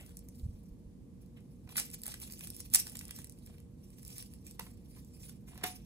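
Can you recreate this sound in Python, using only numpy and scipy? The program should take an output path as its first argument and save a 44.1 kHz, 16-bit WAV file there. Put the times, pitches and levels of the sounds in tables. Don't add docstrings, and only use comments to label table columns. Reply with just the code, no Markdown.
import sys
import numpy as np
from scipy import signal
from scipy.fft import rfft, irfft, next_fast_len
from scipy.io import wavfile
from scipy.ndimage import uniform_filter1d, map_coordinates

SR = 44100
rng = np.random.default_rng(int(sys.argv[2]) if len(sys.argv) > 2 else 0)


def undo_db(level):
    steps = np.asarray(level, float) / 20
    return 10 ** steps


def generate_wav(sig):
    pcm = np.round(np.clip(np.atleast_2d(sig).T, -1, 1) * 32767).astype(np.int16)
    wavfile.write(sys.argv[1], SR, pcm)


N = 257984

# t/s, peak
# level/dB, paper body re peak/dB
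CREASE_SNAPS = [(1.692, -48.5, -8), (1.759, -50.5, 6), (1.7685, -23.5, -24), (1.7731, -26, -38),
                (1.781, -25.5, -12), (1.7984, -26.5, -16), (1.902, -40.5, -29), (1.914, -41.5, -33),
                (1.9428, -37, -44), (1.951, -42.5, -32), (2.0182, -41, -29), (2.0356, -30.5, -31),
                (2.0576, -38, -17), (2.0657, -29, -30), (2.0797, -31, -25), (2.1222, -46, -11),
                (2.1417, -34, -13.5), (2.201, -43, -40), (2.2178, -40.5, -23), (2.3, -43, -16),
                (2.323, -36.5, -33), (2.3362, -37.5, -24), (2.393, -40, -26), (2.4086, -39.5, -14),
                (2.4467, -41, -17), (2.4726, -35.5, -22), (2.5029, -32.5, -33), (2.5464, -48.5, -30),
                (2.5656, -38.5, -30), (2.604, -31.5, -24.5),
                (2.701, -46.5, -30), (2.7385, -15.5, -32), (2.7456, -17, -25.5), (2.748, -11, -27),
                        (2.7547, -17, -20), (2.7577, -13.5, -25), (2.869, -35, -16.5), (2.8784, -38, -18.5),
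                        (2.897, -38, -38), (2.92, -42.5, -21), (2.9547, -33.5, -18.5), (2.97, -33.5, -31),
                        (2.9913, -33, -34), (3.0119, -38, -12), (3.0534, -36.5, -37), (3.0813, -42, -26),
                        (3.093, -55, 3.5), (3.109, -33, -16.5), (3.163, -39.5, -25), (3.1883, -38.5, -37),
                        (3.218, -46, -24), (3.2446, -37, -25), (3.2716, -46, -22), (3.2964, -42, -31),
                        (3.3228, -47, -39), (3.3882, -48.5, -32), (3.463, -43.5, -32), (3.4727, -55, -8),
                        (3.5831, -52.5, -14), (3.6021, -51.5, -21),
                (0.0104, -45, -41), (0.0635, -45.5, -30), (0.0933, -50.5, -35), (0.1704, -40.5, -34),
                     (0.1914, -45.5, -40), (0.287, -43.5, -27.5), (1.2615, -56, -34), (1.406, -57.5, -25),
                     (3.9039, -49, -28), (3.9855, -50, -18), (4.0312, -45.5, -20.5), (4.0505, -38.5, -34),
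                     (4.079, -38.5, -40), (4.0634, -43, -30), (4.104, -45, -17.5), (4.1818, -35.5, -46),
                     (4.1936, -50, -30), (4.2255, -37, -19), (4.3374, -43.5, -22.5), (4.4674, -38.5, -30),
                     (4.5109, -41.5, -31), (4.5958, -29.5, -26), (4.965, -54.5, -11), (5.0477, -52, -37),
                     (5.1371, -55, -30), (5.2954, -43.5, -13.5), (5.5775, -39, -27), (5.6392, -23.5, -13.5),
                     (5.6562, -46, -14.5)]
CREASE_HZ, CREASE_SPREAD_DB, DULLING_DB = 9540, -1.53, 1.94
BODY_LIMIT_DB = -20

# peak t/s, film level/dB, paper level/dB, rise over 20 dB/s, fall over 20 dB/s
SEAM_TEARS = [
    (1.711, -51, -54.5, 0.025, 0.064),
    (1.778, -30.5, -46, 0.02, 0.072),
    (2.759, -34, -56, 0.035, 0.096),
    (5.64, -40.5, -55, 0.012, 0.11),
]
# peak t/s, film level/dB, paper level/dB,
# rise over 20 dB/s, fall over 20 dB/s
SHEET_RUSTLES = [(0.03, -61.5, -62, 0.6, 0.28), (1.225, -69, -95, 0.032, 0.04),
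                 (1.372, -70.5, -60.5, 0.024, 0.052), (1.946, -41, -88, 0.027, 0.01),
                 (2.0, -61, -87, 0.16, .2), (2.077, -44, -49, 0.045, 0.098), (2.235, -49, -64, 0.086, 0.19),
                 (2.443, -47.5, -60, 0.064, 0.1), (2.62, -55.5, -89, 0.9, 0.13),
                 (2.87, -52.5, -61, 0.054, 0.32), (3.193, -55, -63, .4, 0.079),
                 (3.374, -66, -84, 0.15, 0.21), (3.502, -62, -62, 0.14, 0.15), (3.92, -68, -84, 0.28, 0.53),
                 (4.202, -45, -64, 0.19, 0.067), (4.339, -61, -88, 0.093, 0.08),
                 (4.474, -53, -69, 0.061, 0.11), (4.619, -56, -63, 0.059, 0.16),
                 (4.78, -71.5, -68.5, 0.051, 0.12), (4.915, -63, -86, 0.14, 0.5), (5.13, -77, -81, .1, 0.1),
                 (5.25, -51.5, -74, 0.12, 0.11), (5.476, -61, -65, .015, 0.58), (5.62, -74, -56, 0.19, 0.42),
                 (0.4, -68, -89, .3, .5),
]
PAPER_STEEPER = 1.5
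CLUMP_DB = 3.5
PATCH_DB = 3

# f/Hz, density level/dB
FILM_COLOUR = [(1500, -36.5), (2500, -18.5), (4000, -14.5), (5200, -4.5), (7000, -9.5), (8300, 1),
               (9400, -3.5), (11300, -0.5), (13500, -3.5), (15500, -5.5), (16500, -23.5)]
# f/Hz, density level/dB
PAPER_COLOUR = [(300, -31.5), (600, -9.5), (1000, -3.5), (2000, 5), (3000, 5.5), (4500, -2), (8000, -28)]

# t/s, thud level/dB, ring level/dB, thud t60/s
TRAY_KNOCKS = [(1.673, -56.5, -65, 0.022), (1.723, -58, -85, 0.018), (1.695, -54.5, -79, 0.027),
               (4.593, -35.5, -63, 0.019), (4.607, -42.5, -75, 0.015), (4.665, -50, -66, 0.023),
               (4.966, -66.5, -90, 0.12), (5.482, -60, -75, 0.033), (5.531, -55.5, -69, 0.026),
               (5.554, -55, -78, 0.028), (5.576, -50.5, -61, 0.024), (5.61, -55, -63, 0.041),
               (5.638, -42.5, -35, 0.15)]
# f/Hz, level/dB, t60/s
TRAY_MODES = [(431, -15, .15), (732, 0, .2), (894, -12, .2), (985, -13, .15), (1270, -8, .08),
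              (1459, -12, .1), (2100, -8, .05)]
# f/Hz, width/Hz, level/dB
THUD_RESONANCES = [(362, 990, -3.5), (684, 930, -10), (980, 360, 3), (1280, 1140, 3.5), (1870, 1400, 1)]

# t/s, level/dB, f/Hz
LOW_BUMPS = [
    (0.439, -31.5, 57.7),
    (0.454, -33.5, 85.5),
    (0.464, -29, 121),
    (0.494, -34.5, 68.6),
    (0.548, -39.5, 65.6),
    (0.722, -40, 52),
    (0.871, -42.5, 52.3),
    (5.64, -35, 330),
]

# f/Hz, density level/dB
AIR_COLOUR = [(13, -41), (22, -33), (48, -0.5), (98, -3.5), (123, -3.5), (178, -4.5), (266, -10.5),
              (360, -16), (398, -21.5), (478, -21), (691, -32.5), (1200, -38.5), (1560, -75.5),
              (2640, -120)]
# f/Hz, left-right likeness
AIR_LIKENESS = [(25, 0.77), (60, 1), (240, 0.67), (950, 0.11), (3770, 0.014), (15000, 0.058)]
# f/Hz, width/Hz, level/dB
DUCT_RESONANCES = [(189.6, 33, -64.5), (234.5, 40, -64)]
AIR_DB = -53
BLADE_HZ, BLADE_DB = 473.6, -73.5

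# f/Hz, t60/s
ROOM_DECAY = [(500, 0.21), (3000, 0.25), (9000, 0.13), (15000, 0.02)]
# f/Hz, level/dB
WALL_LEVEL = [(500, -13), (1500, -13), (3000, -11), (6000, -8.5), (10000, -8), (15000, -13)]
# f/Hz, lag/samples
LEFT_PORT_LAG = [(1000, 4), (2500, 6), (5000, 13)]
# t/s, level/dB
LEFT_PORT_LEVEL = [
    (0, 0.5),
    (1.6, -2),
    (2.9, -3),
    (3.1, -3.5),
    (5.85, -2.5),
]
TRAY_LAG = 6

# f/Hz, density level/dB
SELF_NOISE = [(400, 0), (1000, 2), (2000, 2), (4000, 0), (8000, 0), (10500, 1), (13800, -2), (14500, -6),
              (15000, -22), (16500, -40)]
HISS_DB = -77
# f/Hz, width/Hz, level/dB
CHANNEL_DIPS = [
    [(3100, 500, -1.5), (8700, 200, -4), (11700, 650, -11), (15000, 500, -8), (16600, 650, -26)],
    [(1150, 400, -6), (10300, 400, -7), (13500, 500, -9), (16600, 650, -24)],
]
TOP_HZ = 16750


def snaps():
    creases = CREASE_SNAPS
    s, db, body_db = np.transpose(creases)[:, :, None]
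    t = np.arange(-200, 500) / SR
    draw = rng.standard_normal((len(s), 2, len(t)))
    dulling = DULLING_DB * np.maximum(body_db - BODY_LIMIT_DB, 0)
    hz = CREASE_HZ * undo_db(CREASE_SPREAD_DB * draw[:, 0, :1] - dulling)
    size = undo_db(0.16 * (db + 33.5))

    def shape(rise, t60):
        return undo_db(np.minimum(60 * t / rise, -60 * t / t60) / size)

    ring = np.sin(2 * np.pi * hz * t) * shape(0.002, 0.003)
    crack = draw[:, 0] * shape(0.005, 0.006)
    tick = draw[:, 1] * shape(0.022, 0.025)
    crack = crack / np.abs(crack).max(axis=1, keepdims=True)
    tick = tick / np.abs(tick).max(axis=1, keepdims=True)
    start = s[:, 0] + t[0] + 0.0003
    rings = placed(start, undo_db(db - 3.0) * ring)
    cracks = coloured(placed(start, undo_db(db + 6) * crack), FILM_COLOUR)
    ticks = coloured(placed(start, undo_db(db + body_db + 10.5) * tick), PAPER_COLOUR)
    return rings + cracks + ticks


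def crumple():
    film_power, paper_power = np.zeros(N), np.zeros(N)
    t = np.arange(N) / SR
    for s, film_db, paper_db, rise, fall in SEAM_TEARS + SHEET_RUSTLES:
        below_db = 20 * np.maximum((s - t) / rise, (t - s) / fall)
        film_power += undo_db(2 * (film_db - below_db))
        paper_power += undo_db(2 * (paper_db - PAPER_STEEPER * below_db))
    film = crackle(count=8000, spread_db=3.4, hiss=0.45, centre_hz=7000, cycles=0.8)
    paper = crackle(count=3000, spread_db=3.6, hiss=0.45, centre_hz=1600, cycles=1.2)
    film = np.sqrt(film_power) * unit(coloured(film, FILM_COLOUR))
    paper = np.sqrt(paper_power) * unit(coloured(paper, PAPER_COLOUR))
    return patchy(undo_db(0.5) * film + undo_db(-3.0) * paper, PATCH_DB)


def crackle(count, spread_db, hiss, centre_hz, cycles):
    draw = rng.random((count, 3))
    t = np.arange(120) / SR
    hz = np.clip(centre_hz * undo_db(13.9 * (draw[:, 2:] - 1.5)), 300, 16000)
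    size = undo_db(-spread_db * np.log(draw[:, 1:2] + 0.0071))
    slip = np.sqrt(hz) * np.sin(2 * np.pi * hz * t) * np.exp(-t * hz / cycles)
    slips = placed(draw[:, 0] * N / SR, size * slip)
    clumps = undo_db(CLUMP_DB * wobble(80))
    return unit(clumps * (unit(slips) + hiss * rng.standard_normal(N)))


def patchy(x, depth_db):
    z = signal.stft(x, nperseg=256)[2]
    field = uniform_filter1d(rng.standard_normal(z.shape), size=7, axis=0)
    field = uniform_filter1d(field, size=10, axis=1)
    return signal.istft(z * undo_db(depth_db * unit(field)), nperseg=256)[1][:N]


def tray():
    rings, pushes = np.zeros(N + SR), np.zeros(N + SR)
    t = np.arange(SR // 2) / SR
    ring = sum(undo_db(db - 60 * t / t60) * np.sin(2 * np.pi * hz * t) for hz, db, t60 in TRAY_MODES)
    ring = ring * (1 - np.exp(-t / 0.0005))
    for s, thud_db, ring_db, thud_t60 in TRAY_KNOCKS:
        start = round(s * SR)
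        rings[start:][:len(t)] += undo_db(ring_db) * ring
        push = undo_db(thud_db + 21 - 60 * t / thud_t60) * (1 - np.exp(-t / 0.0018))
        pushes[start:][:len(t)] += push * rng.standard_normal(len(t))

    def sheet(f):
        total = 0
        for k, (c, w, db) in enumerate(THUD_RESONANCES):
            total = total + (-1) ** k * undo_db(db) * 1j * f * w / (c * c - f * f + 1j * f * w)
        return total

    return rings[:N] + filtered(pushes[:N], sheet)


def bumps():
    s, db, hz = np.transpose(LOW_BUMPS)[:, :, None]
    t = np.arange(-1800, 1800) / SR
    push = undo_db(db) * np.sin(2 * np.pi * hz * t) * np.exp(-(t * hz / 0.47) ** 2)
    return placed(s[:, 0] + t[0], push) * undo_db([[-0.8], [0.8]])


def ventilation():
    def mid_side(hz):
        angle = np.arccos(np.clip(along(AIR_LIKENESS, hz), -1, 1)) / 2
        return undo_db(along(AIR_COLOUR, hz)) * [np.cos(angle), np.sin(angle)]

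    noise = undo_db(0.27 * wobble(2.3)) * rng.standard_normal((2, N))
    mid, side = filtered(noise, mid_side)
    air = undo_db(AIR_DB) * unit(np.array([mid + side, mid - side]))
    for hz, width_hz, db in DUCT_RESONANCES:
        hum = filtered(rng.standard_normal(N), lambda f: np.exp(-2 * ((f - hz) / width_hz) ** 2))
        air += undo_db(db) * unit(hum)
    turns = np.cumsum(BLADE_HZ + 2.5 * wobble(6.6)) / SR
    air += undo_db(BLADE_DB + 2.5 + 1.4 * wobble(8)) * np.sin(2 * np.pi * turns)
    return air * undo_db([[-1.2], [1.2]])


def room(x):
    out, step = np.zeros((2, N + SR)), SR // 4
    for start in range(0, N, step):
        hz, t, z = signal.stft(rng.standard_normal((2, SR // 2)), SR, nperseg=256)
        decay = undo_db(-60 * t / along(ROOM_DECAY, hz)[:, None])
        tail = signal.istft(z * decay, SR, nperseg=256)[1]
        tail = tail / np.linalg.norm(tail[0])
        wet = signal.fftconvolve(x[None, start:start + step], tail, axes=1)
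        first = start + 120
        out[:, first:first + wet.shape[1]] += wet
    return filtered(out[:, :N], lambda hz: undo_db(along(WALL_LEVEL, hz)))


def unit(x):
    return x / np.sqrt(np.mean(x ** 2) + 1e-20)


def along(points, hz):
    f, v = np.transpose(points)
    return np.interp(np.log(hz + 1), np.log(f + 1), v)


def wobble(rate):
    knots = rng.standard_normal(int(N * rate / SR) + 4)
    return map_coordinates(knots, [np.arange(N) * rate / SR])


def filtered(x, response):
    m = next_fast_len(N + SR // 2)
    return irfft(rfft(x, m) * response(np.fft.rfftfreq(m, 1 / SR)), m)[..., :N]


def coloured(x, spectrum):
    def response(hz):
        db = along(spectrum, hz)
        return undo_db(db) / np.sqrt(np.mean(undo_db(2 * db)))

    return filtered(x, response)


def placed(times, shapes):
    at = np.round(np.asarray(times) * SR).astype(int)[:, None] + np.arange(shapes.shape[1])
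    return np.bincount(at.ravel(), shapes.ravel(), N + SR)[:N]


def scene():
    wrappers, steel = snaps() + crumple(), tray()
    right = wrappers + steel
    late = filtered(wrappers, lambda hz: np.exp(-2j * np.pi * hz * along(LEFT_PORT_LAG, hz) / SR))
    late = late + np.pad(steel, (TRAY_LAG, 0))[:N]
    left = undo_db(np.interp(np.arange(N) / SR, *np.transpose(LEFT_PORT_LEVEL))) * late
    return np.array([left, right]) + room(right) + ventilation() + bumps()


def low_pass(x):
    return signal.sosfilt(signal.butter(12, 16830, fs=SR, output="sos"), x)


def record(dry):
    def dips(hz):
        gains = []
        for rows in CHANNEL_DIPS:
            db = sum(depth * np.exp(-((hz - c) / w) ** 4) for c, w, depth in rows)
            gains.append(undo_db(db) * (hz < TOP_HZ))
        return np.array(gains)

    left, right = dry + undo_db(HISS_DB) * coloured(rng.standard_normal((2, N)), SELF_NOISE)
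    mid, side = filtered(np.array([left + right, left - right]) / 2, dips)
    return low_pass(np.array([mid + side, mid - side]))


dry = scene()
out = record(dry)
generate_wav(out)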